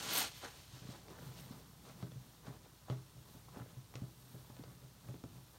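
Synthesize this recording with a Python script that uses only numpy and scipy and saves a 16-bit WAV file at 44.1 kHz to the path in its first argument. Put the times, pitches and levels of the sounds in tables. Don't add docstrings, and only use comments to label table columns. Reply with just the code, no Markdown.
import sys
import numpy as np
from scipy import signal
from scipy.fft import rfft, irfft
from scipy.io import wavfile

SR = 44100
rng = np.random.default_rng(int(sys.argv[2]) if len(sys.argv) > 2 else 0)


def digitize_waveform(pressure):
    field = np.atleast_2d(pressure).T
    bounded = np.clip(field, -1, 1)
    quanta = np.round(bounded * 32767).astype(np.int16)
    wavfile.write(sys.argv[1], SR, quanta)


N = 246078
TIME = np.arange(N) / SR


def from_db(db):
    return 10 ** (np.asarray(db) / 20)


def unit_power(x):
    return x / np.sqrt(np.mean(x ** 2) + 1e-20)


def power_sum(*levels):
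    return np.sqrt(sum(level ** 2 for level in levels))


def add(track, start_s, sound):
    start = round(start_s * SR)
    track[start:start + len(sound)] += sound[:N - start]


def swell(peak_s, rise_s, fall_s):
    distance = np.maximum((peak_s - TIME) / rise_s, (TIME - peak_s) / fall_s)
    return np.exp(-np.minimum(distance, 30))


def drift(rate_hz):
    knots = rng.standard_normal(8192)
    return unit_power(np.interp(TIME * rate_hz, np.arange(len(knots)), knots))


def coloured(x, colour, taps=4096):
    hz, db = np.transpose(colour)
    log_hz = np.log(np.maximum(np.arange(taps + 1), .5) * SR / (2 * taps))
    cepstrum = irfft(np.log(from_db(np.interp(log_hz, np.log(hz), db))))
    response = irfft(np.exp(rfft(2 * cepstrum[:taps], 2 * taps)))[:taps]
    return signal.oaconvolve(x, response / np.linalg.norm(response))[:len(x)]


def resonance(x, hz, width_hz):
    r = np.exp(-np.pi * width_hz / SR)
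    feedback = [1, -2 * r * np.cos(2 * np.pi * hz / SR), r * r]
    return signal.lfilter(np.array([1, 0, -1]) * (1 - r * r) / 2, feedback, x + 1e-18)


def bubbles(colour, per_s, spread_db, q, clump_db, pitches=20):
    sizes = from_db(spread_db * np.minimum(rng.exponential(1, N), 3.5)) * rng.choice([-1, 1], N)
    pops = sizes * (rng.random(N) < per_s / SR)
    pitch_index = rng.integers(0, pitches, N)
    pitches_hz = np.geomspace(colour[0][0], colour[-1][0], pitches)
    rings = sum(resonance(pops * (pitch_index == k), hz, hz / q) for k, hz in enumerate(pitches_hz))
    return unit_power(coloured(rings, colour) * from_db(clump_db * drift(110)))


# freq_hz, gain_db
HISS_COLOUR = [(15, -58), (25, -6.5), (129, 3), (222, -11), (360, -20), (412, -14.5), (484, -19.5),
               (1000, -15.5), (2190, -26.5), (4060, -22), (4910, -21), (8880, -25), (10400, -22.5),
               (12900, -32), (15600, -27.5)]
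# pitch_hz, level_db
HUM_PARTIALS = [(60, -70), (96, -73.5), (120, -93)]

def room_tone(hiss_db=-63):
    hum = 0
    for pitch_hz, level_db in HUM_PARTIALS:
        amplitude = np.sqrt(2) * from_db(level_db + drift(2.7))
        hum += amplitude * np.sin(2 * np.pi * (pitch_hz * TIME + rng.random()))
    return hum + from_db(hiss_db) * coloured(rng.standard_normal(N), HISS_COLOUR)


def bathroom(x, t60_s=0.19, wet_db=-8, damping_hz=6000):
    t = TIME[:SR // 2]
    echoes = rng.standard_normal(len(t)) * from_db(-60 * t / t60_s) * (t > .003)
    walls = signal.butter(1, damping_hz, fs=SR, output="sos")
    echoes = signal.sosfilt(walls, echoes / np.linalg.norm(echoes))
    return x + from_db(wet_db) * signal.oaconvolve(x, echoes)[:N]


# freq_hz, gain_db
SLOSH_COLOUR = [(40, -12), (70, -22), (130, 1.5), (200, -3.5), (330, -12), (700, -28.5)]
# pitch_hz, gain_db, t60_s
BASIN_MODES = [(128, -0.5, 0.26), (160, -6.5, 0.15), (173.5, -10.5, 0.29), (252, -15, 0.19),
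               (327, -18.5, 0.4), (410, -15.5, 0.27), (571.4, -16.5, 0.15), (646, -21.5, 0.19),
               (678, -32, 0.066), (743, -25.5, 0.12)]

def slosh(rocking, runoff_fall_s=0.15):
    runoff = from_db(-50.5) * np.exp(-TIME / runoff_fall_s)
    push = coloured(rng.standard_normal(N), SLOSH_COLOUR) * from_db(2 * drift(25))
    ring = sum(from_db(gain_db) * resonance(push, pitch_hz, np.log(1000) / (np.pi * t60_s))
               for pitch_hz, gain_db, t60_s in BASIN_MODES)
    return from_db(0.5) * power_sum(rocking, runoff) * unit_power(push + from_db(6.5) * ring)


# start_s, gulp_db, pitch_hz, boom_db, t60_ratio, upper_modes_db
PLUNGE_HITS = [(0.733, -59, 169, -46.5, 0.65, -14), (0.819, -58, 167, -51.5, 0.58, 0),
               (0.851, -47, 163, -53, 0.8, -4), (0.889, -40, 173, -47.5, 0.82, -6),
               (1.207, -50, 160, -54.5, 1.2, -11), (1.257, -58, 167, -57, 1, -6),
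               (1.287, -71, 160, -49.5, 0.55, -14), (1.507, -40.5, 189, -61, 0.7, -7),
               (2.028, -48, 160, -40.5, 0.69, 0.5), (2.122, -59, 160, -49, 0.6, -9),
               (2.157, -53, 160, -41.5, 0.68, -14.5), (2.48, -42.5, 183, -48, 0.98, -1),
               (2.9, -42, 175, -35.5, 1.2, -5.5), (3.157, -61, 160, -57.5, 2, -3),
               (3.349, -48.5, 196, -56.5, 0.75, 3), (3.569, -43, 243, -54, 1.1, -18),
               (3.606, -44, 173, -41.5, 0.59, -7.5), (3.768, -56, 169, -45, 0.72, -16),
               (3.952, -49, 172, -44.5, 0.95, -11), (4.019, -36.5, 171, -41, 0.99, -7.5),
               (4.343, -51, 182, -46, 0.83, -2.5), (4.499, -48, 194, -55.5, 1.1, -12),
               (4.594, -42.5, 230, -52, 0.91, -23), (4.671, -58, 170, -53, 0.64, -2),
               (4.753, -67, 160, -56.5, 0.69, -3), (4.824, -76, 160, -53.5, 1.2, -3.5),
               (5.088, -55, 174, -43, 0.72, -3), (5.141, -44.5, 266, -57, 1.3, 4),
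               (5.239, -39.5, 223, -46.5, 0.55, 0), (5.345, -66, 174, -55, 1.46, -3.5)]

def plunges(peak_cycles=0.56, pitch_bend=0.13, attack_s=0.0052):
    gulps, boom, t = np.zeros(N), np.zeros(N), TIME[:SR // 2]
    for start_s, gulp_db, pitch_hz, boom_db, t60_ratio, upper_modes_db in PLUNGE_HITS:
        age = t * pitch_hz / peak_cycles
        cycles = pitch_hz * t + pitch_bend * peak_cycles * (1 - np.exp(-age))
        envelope = from_db(gulp_db) * age ** 2 * np.exp(2 - 2 * age)
        add(gulps, start_s, envelope * np.sin(2 * np.pi * cycles))
        touches_db = upper_modes_db + 1.3 * rng.standard_normal(len(BASIN_MODES))
        touches_db[0] = 0
        for (mode_hz, gain_db, t60_s), touch_db in zip(BASIN_MODES, touches_db):
            decay = from_db(boom_db + gain_db + touch_db - 60 * t / (t60_s * t60_ratio))
            add(boom, start_s, (1 - np.exp(-t / attack_s)) * decay * np.sin(2 * np.pi * mode_hz * t))
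    return from_db(1) * bathroom(gulps, t60_s=0.32, wet_db=-5.5) + from_db(6.5) * boom


def splat(colour, snap_s, spatter_s, spatter_db):
    t = TIME[:SR // 10]
    envelope = np.exp(-t / snap_s) + from_db(spatter_db) * np.exp(-t / spatter_s)
    sound = coloured(rng.standard_normal(len(t)) * envelope, colour)
    return sound / np.std(sound[:SR // 250])


# freq_hz, gain_db
BODY_COLOUR = [(150, -14.5), (380, 0), (600, 2.5), (850, -5), (1300, -4), (1900, -20), (3500, -39),
               (12000, -49)]
CRACK_COLOUR = [(300, -36), (1000, -11), (1900, 1), (3200, 0.5), (7000, -2.5), (15000, -22)]
# start_s, body_db, crack_db (before muffling), muffle_hz
SMACK_HITS = [(0.1326, -61, -42, 2600), (0.4369, -48.5, -56, 4500), (0.4598, -56, -52, 4500),
              (1.0822, -57, -59, 5000), (2.026, -55, -56, 5000), (2.1185, -58.5, -61, 6000),
              (2.4667, -55, -59, 5000), (2.8835, -51, -64, 3000), (2.8995, -41, -42, 2390),
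              (3.4838, -57, -73, 5000), (3.5445, -58, -70, 4000), (3.5608, -54, -73, 4000),
              (3.572, -54, -64, 5000), (3.5992, -52, -64, 4000), (3.6605, -57, -72, 4000),
              (3.9393, -54, -57, 5000), (3.955, -49.5, -49, 7960), (4.501, -58, -65, 5000),
              (4.567, -57, -61.5, 9000), (4.6373, -52.5, -57, 5000), (5.0864, -56, -65, 5000),
              (5.1421, -59.5, -63, 5000), (5.2381, -55.5, -59.5, 6000)]

def smacks():
    track = np.zeros(N)
    for start_s, body_db, crack_db, muffle_hz in SMACK_HITS:
        crack = splat(CRACK_COLOUR, snap_s=0.0017, spatter_s=0.026, spatter_db=-20.5)
        crack = signal.sosfilt(signal.butter(2, muffle_hz, fs=SR, output="sos"), crack)
        body = splat(BODY_COLOUR, snap_s=0.0033, spatter_s=0.0093, spatter_db=-18)
        add(track, start_s, from_db(crack_db) * crack + from_db(body_db) * body)
    return track


# peak_s, rise_s, fall_s, squelch_db, crackle_db, water_db
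HAND_STROKES = [(0.575, 0.03, 0.036, -62, -63, -82), (0.75, 0.031, 0.087, -61, -60.5, -71),
                (0.916, 0.062, 0.071, -55.5, -59, -66), (1.1, 0.028, 0.12, -56, -65.5, -70),
                (1.27, 0.066, 0.14, -61.5, -65.5, -54.5), (1.39, 0.068, 0.068, -64, -61, -63.5),
                (1.51, 0.065, 0.13, -60.5, -66, -60), (1.885, 0.041, 0.05, -59, -64.5, -61),
                (2.025, 0.035, 0.026, -58, -67, -55), (2.24, 0.12, 0.12, -70, -77, -63),
                (2.474, 0.025, 0.048, -53, -66.5, -64), (2.65, 0.033, 0.049, -63, -75, -77),
                (2.912, 0.021, 0.038, -53, -64.5, -63), (3.33, 0.11, 0.11, -69.5, -72, -61.5),
                (3.576, 0.04, 0.051, -54.5, -71, -58), (3.705, 0.029, 0.046, -65, -72, -62),
                (3.97, 0.032, 0.096, -61, -75, -63), (4.355, 0.064, 0.19, -66.5, -75, -66),
                (4.61, 0.056, 0.11, -63, -81, -64), (4.82, 0.2, 0.083, -70.5, -83, -66),
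                (5.09, 0.036, 0.042, -62, -77, -57), (5.365, 0.04, 0.045, -66, -75, -61),
                (5.57, 0.069, 0.05, -65, -80, -71)]

def kneading(water_inertia=2.23):
    squelch, crackle, rocking = from_db([-74, -73, -75])
    for peak_s, rise_s, fall_s, squelch_db, crackle_db, water_db in HAND_STROKES:
        effort = swell(peak_s, rise_s, fall_s)
        squelch = power_sum(squelch, from_db(squelch_db) * effort)
        crackle = power_sum(crackle, from_db(crackle_db) * effort)
        rocking = power_sum(rocking, from_db(water_db) * effort ** (1 / water_inertia))
    return squelch, crackle, rocking


# freq_hz, gain_db
FOAM_SQUELCH = [(150, -8), (300, 1), (450, 1), (800, -3), (1400, -6.5), (2000, -13), (4000, -30)]
FOAM_CRACKLE = [(900, -1), (2200, -5), (3700, 0.5), (6000, -4), (9000, -9.5), (15000, -28)]
FINE_SPRAY = [(5000, -35), (8300, -6.5), (10000, -11), (11500, -6.5), (13200, -4), (15700, -7)]
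# peak_s, fade_s (in and out), relative_db
FOAM_COLLAPSES = [(1.405, 0.022, -62.5), (1.46, 0.3, -71.5), (3.33, 0.09, -69), (4.33, 0.33, -69.5),
                  (5.53, 0.13, -72)]

def lather(squelch, crackle):
    patches = [from_db(db) * swell(peak_s, fade_s, fade_s) for peak_s, fade_s, db in FOAM_COLLAPSES]
    fizz = power_sum(from_db(-75.5), from_db(-13) * crackle, *patches)
    churn = squelch * bubbles(FOAM_SQUELCH, per_s=1600, spread_db=1.5, q=4.3, clump_db=2.35)
    plops = squelch * bubbles(FOAM_SQUELCH, per_s=130, spread_db=0.5, q=2.2, clump_db=0.8)
    ticks = crackle * bubbles(FOAM_CRACKLE, per_s=5000, spread_db=2, q=2.9, clump_db=1)
    mist = fizz * bubbles(FINE_SPRAY, per_s=8300, spread_db=4, q=3.5, clump_db=0.5)
    return from_db(-2.13) * churn + from_db(-7.5) * plops + from_db(1) * (ticks + mist)


def air_pocket(peak_s=0.217, centre_hz=839, octaves_per_s=22, fade_s=0.0076):
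    pitch_hz = centre_hz * 2 ** np.clip(octaves_per_s * (TIME - peak_s), -1, 1)
    phase = 2 * np.pi * np.cumsum(pitch_hz) / SR
    envelope = from_db(-40) * swell(peak_s, fade_s, fade_s)
    return envelope * (drift(162) * np.sin(phase) + drift(158) * np.cos(phase))


# time_s, crackle_db, spray_db
GRIP_CURVE = [(0.0, -48, -70), (0.022, -47.5, -61), (0.09, -43.5, -57), (0.104, -41.5, -52),
              (0.186, -38.5, -37.5), (0.222, -41, -51), (0.266, -46.5, -59), (0.312, -61.5, -70),
              (0.32, -56, -78)]

def wringing(release_s=0.0052):
    time_s, crackle_db, spray_db = np.transpose(GRIP_CURVE)
    release = np.exp(-np.maximum(TIME - time_s[-1], 0) / release_s)
    return [from_db(np.interp(TIME, time_s, db)) * release for db in (crackle_db, spray_db)]


# freq_hz, gain_db
SPONGE_SQUELCH = [(100, -16), (220, 0), (600, 3), (1600, 0.5), (2200, -7), (3500, -27)]
SPONGE_CRACKLE = [(900, -24), (2000, -3), (3000, 0.5), (4400, 0), (6500, -4), (9000, -8), (11000, -10.5),
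                  (15500, -28)]
# centre_hz, width_hz, gain_db
CAVITY_PEAKS = [(770, 60, -8), (1398, 32, 3.5), (1626, 48, -3.5), (3140, 69, -12), (4420, 180, -9),
                (6530, 250, -8), (8400, 160, -5), (8900, 120, -3), (11940, 200, -4), (13200, 420, -8),
                (14750, 400, -14)]

def sponge():
    grip, jet = wringing()
    refill = from_db(-56) * swell(0.35, rise_s=0.03, fall_s=0.3)
    slurp = swell(0.4484, rise_s=0.019, fall_s=0.033)
    squelch = power_sum(from_db(-43) * grip / grip.max(), from_db(-47.5) * slurp, from_db(-10.5) * refill)
    crackle = power_sum(from_db(1) * grip, refill, from_db(-54) * slurp)
    spray = power_sum(jet, from_db(-11.5) * refill)
    coarse = squelch * bubbles(SPONGE_SQUELCH, per_s=5000, spread_db=2, q=5, clump_db=1)
    medium = crackle * bubbles(SPONGE_CRACKLE, per_s=12000, spread_db=1, q=2.6, clump_db=1.44)
    fine = spray * bubbles(FINE_SPRAY, per_s=11000, spread_db=5.5, q=6.7, clump_db=2.2)
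    suds = from_db(-1.5) * coarse + from_db(-0.5) * medium + fine
    return suds + sum(from_db(db) * resonance(suds, hz, width_hz) for hz, width_hz, db in CAVITY_PEAKS)


def scene():
    squelch, crackle, rocking = kneading()
    suds = sponge() + air_pocket() + lather(squelch, crackle) + smacks()
    return (bathroom(suds) + plunges() + slosh(rocking) + room_tone())[None]


# centre_hz, width_hz, depth_ratio
TREBLE_DIPS = [(4940, 180, 0.52), (7800, 390, 0.31), (10400, 770, 0.54)]

def record(dry, low_cut_hz=45, high_cut_hz=15800):
    sound = signal.sosfilt(signal.butter(2, low_cut_hz, "high", fs=SR, output="sos"), dry)
    for centre_hz, width_hz, depth_ratio in TREBLE_DIPS:
        sound = sound - depth_ratio * resonance(sound, centre_hz, width_hz)
    return signal.sosfilt(signal.ellip(12, .1, 70, high_cut_hz, fs=SR, output="sos"), sound)


dry = scene()
out = record(dry)
digitize_waveform(out)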